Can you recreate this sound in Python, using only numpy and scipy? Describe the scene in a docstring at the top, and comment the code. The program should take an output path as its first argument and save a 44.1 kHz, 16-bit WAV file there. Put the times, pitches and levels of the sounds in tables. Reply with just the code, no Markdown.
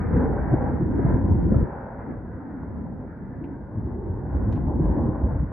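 """A deep rumble and a crackling roar: a twin-engine jet climbs away under an open sky.
The air makes its exhaust noise swell, fade and grow duller with distance. Gusts buffet the
microphone and throw eddies at its ports, with a lull in the middle. A few faint ticks sound close by."""
import sys
import numpy as np
from scipy import signal
from scipy.fft import rfft, irfft, next_fast_len
from scipy.io import wavfile
from scipy.ndimage import uniform_filter1d, map_coordinates

SR = 44100
rng = np.random.default_rng(int(sys.argv[2]) if len(sys.argv) > 2 else 0)


def unload_audio(sound):
    """Save the sound as a 16-bit wav file, at the path given as the first command line argument."""
    columns = np.transpose(np.atleast_2d(sound))
    # keep every value between -1 and 1, then stretch to whole-number steps
    steps = np.round(np.clip(columns, -1, 1) * 32767)
    wavfile.write(sys.argv[1], SR, steps.astype(np.int16))


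N = 243431
TIME_S = np.arange(N) / SR

# Jet noise through the air. Each row: time in seconds, roar and rasp in dB before their trims.
JET_LEVELS = [(0.1, -43, -46.5), (0.13, -39, -45), (0.31, -36.5, -49), (0.46, -39.5, -48), (0.66, -35, -47),
              (0.87, -46, -56), (1.1, -38, -46.5), (1.28, -43.5, -57), (1.71, -42, -52), (1.98, -44.5, -57),
              (2.01, -42, -51.5), (2.27, -52.5, -61), (2.51, -48, -57), (3.06, -51.5, -63),
              (3.08, -55, -59.5), (4.12, -48, -63), (4.53, -43, -54.5), (4.62, -50, -58.5),
              (4.7, -35.5, -57.5), (4.78, -44.5, -59.5), (4.99, -37.5, -56), (5.24, -43, -59),
              (5.3, -40.5, -53), (5.45, -48.5, -57)]
# Rumble dips. Each row: centre in seconds, half length in seconds, change in dB.
RUMBLE_DIPS = [(1.882, .09, -4), (2.456, 0.041, -8), (3.122, .04, -4), (3.62, .08, -1.5)]
# Hollow swells. Each row: centre in seconds, half length in seconds, pitch in Hz, level in dB.
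RUMBLE_SWELLS = [(.24, .11, 469.9, -31.5), (.95, .12, 278, -28), (1.544, .14, 369.9, -38),
                 (2.105, 0.032, 270.8, -30), (2.525, 0.14, 259.7, -37.5), (2.87, 0.12, 219.7, -40.5),
                 (3.451, .1, 286.5, -37), (4.028, .18, 374.7, -38), (4.969, 0.2, 319.8, -32.5)]
# Gusts, short on long. Each row: start and end in seconds, buffet in dB, flutter in dB,
# flutter difference between the ports from 0 to 1.
WIND_GUSTS = [(0, 1.6, -27, -31.5, 0.73), (.15, .26, -28.5, -25, 0.44), (1.06, 1.147, -25.5, -25, .6),
              (1.3, 1.586, -24.5, -29, 0.85), (2.7, 2.93, -42, -42.5, 0.8), (3.8, 5.48, -33, -40.5, 0.3),
              (4.38, 4.68, -26.5, -30, 0.4), (4.76, 5.06, -26.5, -28, 0.44), (5.25, 5.36, -26.5, -35, 0.48)]
# Strong eddies. Each row: centre in seconds, peak in dB, pitch in Hz, half length in cycles.
WIND_EDDIES = [(0.164, -17.5, 63.3, 1.5), (.182, -16.5, 198.5, 1.4), (.535, -14.5, 130, 1.4),
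               (0.541, -12, 309, 1.05), (.741, -20, 208, 1.05), (.83, -16, 140, 0.66),
               (.996, -15.5, 360, 0.94), (1.057, -11, 129, 0.74), (1.144, -9, 115, 0.27),
               (1.251, -16, 78, 0.57), (1.317, -9.5, 84, 1.15), (1.358, -17, 167.3, 0.9),
               (1.47, -20.5, 158, 1.2), (1.523, -10, 229, 0.93), (1.546, -24, 612, 1.1),
               (1.567, -9, 100, 0.43), (1.63, -9, 156, 0.28), (3.779, -22.5, 103.5, 1.3),
               (3.857, -25, 95.2, 0.75), (4.109, -22.5, 89, 0.96), (4.359, -19, 62, 1.7),
               (4.494, -18, 99, 1.1), (4.811, -15, 157.4, 1.6), (4.879, -18, 51.8, 1.7),
               (5.087, -17.5, 118.4, 1.46), (5.247, -14.5, 72, 0.71), (5.41, -18, 65.06, 1),
               (5.431, -15.5, 138.2, 0.55)]
# Ticks. Each row: start in seconds, level in dB, treble corner in Hz, tail T60 in seconds,
# treble fall in dB per octave.
NEAR_TICKS = [(3.441, -57.5, 2700, .17, 40.5), (4.524, -56.5, 2980, 0.25, 14.5),
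              (4.557, -62, 2900, .42, 21.5)]
# Noise spectra. Each row: frequency in Hz, relative density in dB.
RUMBLE_SPECTRUM = [(18, -48.5), (33, -16), (55, 1), (110, 0.5), (175, -2.5), (255, -2), (340, -11),
                   (450, -16), (650, -24), (1200, -58.5), (3000, -120)]
ROAR_SPECTRUM = [(100, -28.5), (300, -1.5), (520, 4), (660, -1), (800, 1.5), (1000, -2), (1200, -14.5),
                 (1500, -37), (3000, -92)]
RASP_SPECTRUM = [(800, -33.5), (1200, -4.5), (1450, 1), (1650, -2), (2000, -10.5), (2300, -22), (2600, -33),
                 (3100, -47), (4500, -67.5), (8000, -100)]
BUFFET_SPECTRUM = [(15, -54), (26, -24.5), (42, -6.5), (62, 0.5), (90, -1), (130, -6.5), (200, -19.5),
                   (400, -42), (2000, -110)]
FLUTTER_SPECTRUM = [(60, -26), (130, -1.5), (200, 3), (290, 1), (400, -10), (520, -15), (680, -33),
                    (1100, -39.5), (2000, -56.5), (4000, -100)]
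HISS_SPECTRUM = [(100, 3.5), (3000, -1), (5000, -0.5), (6500, -9.5), (8000, -5), (11000, -7.5),
                 (12500, -37)]
# Stereo likeness. Each row: frequency in Hz, left-right correlation from 0 to 1.
JET_CORRELATION = [(60, 0.94), (140, 0.87), (300, 1), (550, .8), (800, 0.62), (1100, 1), (1300, 0.09),
                   (1550, 0.59), (1800, 0.24), (2200, 1)]
WIND_CORRELATION = [(50, .94), (90, 0.91), (140, 1), (210, 1), (320, 0.93), (500, 1)]


def amp(db):
    """Decibels to gain."""
    return 10 ** (np.asarray(db) / 20)


def unit(x):
    """x at rms 1."""
    return x / np.sqrt(np.mean(x ** 2) + 1e-20)


def along(points, hz):
    """(Hz, value) points read on a log axis."""
    knots_hz, values = np.transpose(points)
    return np.interp(np.log(hz + 1), np.log(knots_hz + 1), values)


def curves(rows):
    """One value per sample for each column after the time."""
    knots_s, *columns = np.transpose(rows)
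    return [np.interp(TIME_S, knots_s, column) for column in columns]


def hump(centre_s, half_s):
    """Bell curve, peak 1."""
    return np.exp(-0.5 * ((TIME_S - centre_s) / half_s) ** 2)


def wobble(rate_hz):
    """Smooth curve through random knots."""
    knots = rng.standard_normal(int(N * rate_hz / SR) + 4)
    return map_coordinates(knots, [TIME_S * rate_hz])


def white():
    """Two independent white noises."""
    return rng.standard_normal((2, N))


def filtered(x, response):
    """x through a gain given as a function of Hz."""
    size = next_fast_len(N + SR // 2)
    return irfft(rfft(x, size) * response(np.fft.rfftfreq(size, 1 / SR)), size)[..., :N]


def spread(pair, spectrum, correlation):
    """Independent pair to stereo at rms 1, with the given spectrum and correlation."""
    def response(hz):
        angle = np.arccos(np.clip(along(correlation, hz), -1, 1)) / 2
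        return amp(along(spectrum, hz)) * [np.cos(angle), np.sin(angle)]
    mid, side = filtered(pair, response)
    return unit(np.array([mid + side, mid - side]))


def steadied(x, span_s):
    """x with swells longer than span_s evened out."""
    size = max(int(span_s * SR), 2)
    power = uniform_filter1d(uniform_filter1d(np.mean(x ** 2, axis=0), size), size)
    return x / np.sqrt(np.abs(power) + 1e-9)


def turbulent_air(pair, depth_db):
    """Turbulence briefly focuses and thins narrow bands."""
    spectra = signal.stft(pair, nperseg=2048)[2]
    patches = uniform_filter1d(rng.standard_normal(spectra.shape[1:]), size=3, axis=0)
    patches = uniform_filter1d(patches, size=8, axis=1)
    return signal.istft(spectra * amp(depth_db * unit(patches)), nperseg=2048)[1][:, :N]


def exhaust(shocks_per_s, shock_db):
    """Hot jet crackle: mixing noise plus sparse, uneven shocks."""
    shocks = (rng.random((2, N)) < shocks_per_s / SR) * white()
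    return turbulent_air(white() + amp(shock_db) * unit(shocks), depth_db=2.0)


def jet(fade_db_per_s=0.37, roar_trim_db=4, rasp_trim_db=3):
    """Large plume eddies rumble, small ones roar and rasp; turbulent air makes the highs flicker most."""
    roar_db, rasp_db = curves(JET_LEVELS)
    dips_db = sum(db * hump(centre_s, half_s) for centre_s, half_s, db in RUMBLE_DIPS)
    rumble_db = -34 - fade_db_per_s * TIME_S + dips_db
    flicker = wobble(rate_hz=17)
    rumble = steadied(spread(white(), RUMBLE_SPECTRUM, JET_CORRELATION), span_s=0.16)
    rumble *= amp(rumble_db + 0.53 * flicker)
    roar = spread(exhaust(shocks_per_s=260, shock_db=-4), ROAR_SPECTRUM, JET_CORRELATION)
    roar *= amp(roar_db + roar_trim_db + 0.7 * flicker)
    roar *= amp([[0.4], [-0.4]])  # slightly left
    rasp = spread(exhaust(shocks_per_s=630, shock_db=-5.5), RASP_SPECTRUM, JET_CORRELATION)
    rasp *= amp(rasp_db + rasp_trim_db + 1.1 * flicker)
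    return rumble + roar + rasp


def swells(half_width_hz=52, side_gain=0.3):
    """A band of the rumble stands out and glides as the sound path changes."""
    pitch_hz, = curves([(centre_s, hz) for centre_s, _, hz, _ in RUMBLE_SWELLS])
    power = sum((amp(db) * hump(centre_s, half_s)) ** 2 for centre_s, half_s, _, db in RUMBLE_SWELLS)
    phase = 2 * np.pi * np.cumsum(pitch_hz) / SR

    def band():
        slow = filtered(white(), lambda hz: 1 / (1 + (hz / half_width_hz) ** 3))
        return unit(np.sum(steadied(slow, span_s=0.11) * [np.cos(phase), np.sin(phase)], axis=0))
    mid, side = band(), side_gain * band()
    return np.sqrt(power) * np.array([mid + side, mid - side])


def gust(start_s, end_s, rise_s=0.085, fall_s=0.11):
    """Gust envelope: builds, holds from start to end, dies away."""
    return np.interp(TIME_S, [start_s - rise_s, start_s, end_s, end_s + fall_s], [0, 1, 1, 0])


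def wind(wake_db=-15, wake_half_s=0.013):
    """Gusts push both ports together; lumpy flutter differs between them and flares at each eddy."""
    _, _, buffet_db, flutter_db, difference = np.transpose(WIND_GUSTS)
    gust_power = np.array([gust(start_s, end_s) for start_s, end_s, *_ in WIND_GUSTS]) ** 2
    wake_power = sum((amp(db + wake_db) * hump(centre_s, wake_half_s)) ** 2
                     for centre_s, db, _, _ in WIND_EDDIES)
    buffet = steadied(spread(white(), BUFFET_SPECTRUM, WIND_CORRELATION), span_s=0.076)
    buffet *= np.sqrt(amp(buffet_db) ** 2 @ gust_power)
    lumps_db = 2.7 * np.array([wobble(rate_hz=55), wobble(rate_hz=55)])
    flutter = amp(lumps_db) * spread(white(), FLUTTER_SPECTRUM, [(100, 0.0037)])
    mid, side = steadied(flutter, span_s=0.031)
    mid *= np.sqrt(amp(flutter_db) ** 2 @ gust_power + wake_power)
    side *= np.sqrt((amp(flutter_db) * difference) ** 2 @ gust_power)
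    return buffet + np.array([mid + side, mid - side])


def hiss(level_db=-88.5):
    """Faint, steady microphone noise."""
    return amp(level_db) * spread(white(), HISS_SPECTRUM, [(1000, 0.29)])


def eddies(shed_ratio=2.1, shed_db=-11.5, max_port_delay_s=0.00036):
    """Each eddy thuds on the ports and sheds a smaller, higher one."""
    out = np.zeros((2, N))
    for centre_s, db, hz, cycles in WIND_EDDIES:
        thud_turns, shed_turns, side = rng.random(3)
        half_s = cycles / hz
        near = np.abs(TIME_S - centre_s) < 10 * half_s
        age_s = TIME_S[near] - centre_s + max_port_delay_s * (side - 0.5) * np.array([[1], [-1]])
        thud = np.cos(2 * np.pi * (hz * age_s + thud_turns))
        shed = amp(shed_db) * np.cos(2 * np.pi * (shed_ratio * hz * age_s + shed_turns))
        out[:, near] += amp(db) * np.exp(-0.5 * (age_s / half_s) ** 2) * (thud + shed)
    return out


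def ticks(crack_t60_s=0.06, tail_db=-12):
    """Small dry contacts: a crack, then a short scatter."""
    out = np.zeros((2, N))
    for start_s, db, corner_hz, tail_t60_s, fall_db_per_oct in NEAR_TICKS:
        age_s = np.maximum(TIME_S - start_s, 0)
        crack = amp(-60 * age_s / crack_t60_s)
        tail = amp(tail_db - 60 * age_s / tail_t60_s)
        envelope = (TIME_S >= start_s) * (crack + tail)
        spectrum = [(corner_hz / 3, -12), (corner_hz * 0.75, 0),
                    (corner_hz, 0), (corner_hz * 4, -2 * fall_db_per_oct)]
        rms = amp(db) * np.sqrt(np.mean(envelope ** 2))
        out += rms * spread(envelope * white(), spectrum, [(1000, 0.9)])
    return out


def scene():
    """Jet, wind and ticks over microphone hiss."""
    return hiss() + jet() + swells() + wind() + eddies() + ticks()


def record(dry, whine_hz=9600, whine_db=-63, cutoff_hz=15800):
    """A very faint whine flutters with the rumble; a steep low-pass limits the band."""
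    whine = amp(whine_db) * dry * np.cos(2 * np.pi * whine_hz * TIME_S)
    return filtered(dry + whine, lambda hz: 1 / (1 + (hz / cutoff_hz) ** 60))


dry = scene()
out = record(dry)
unload_audio(out)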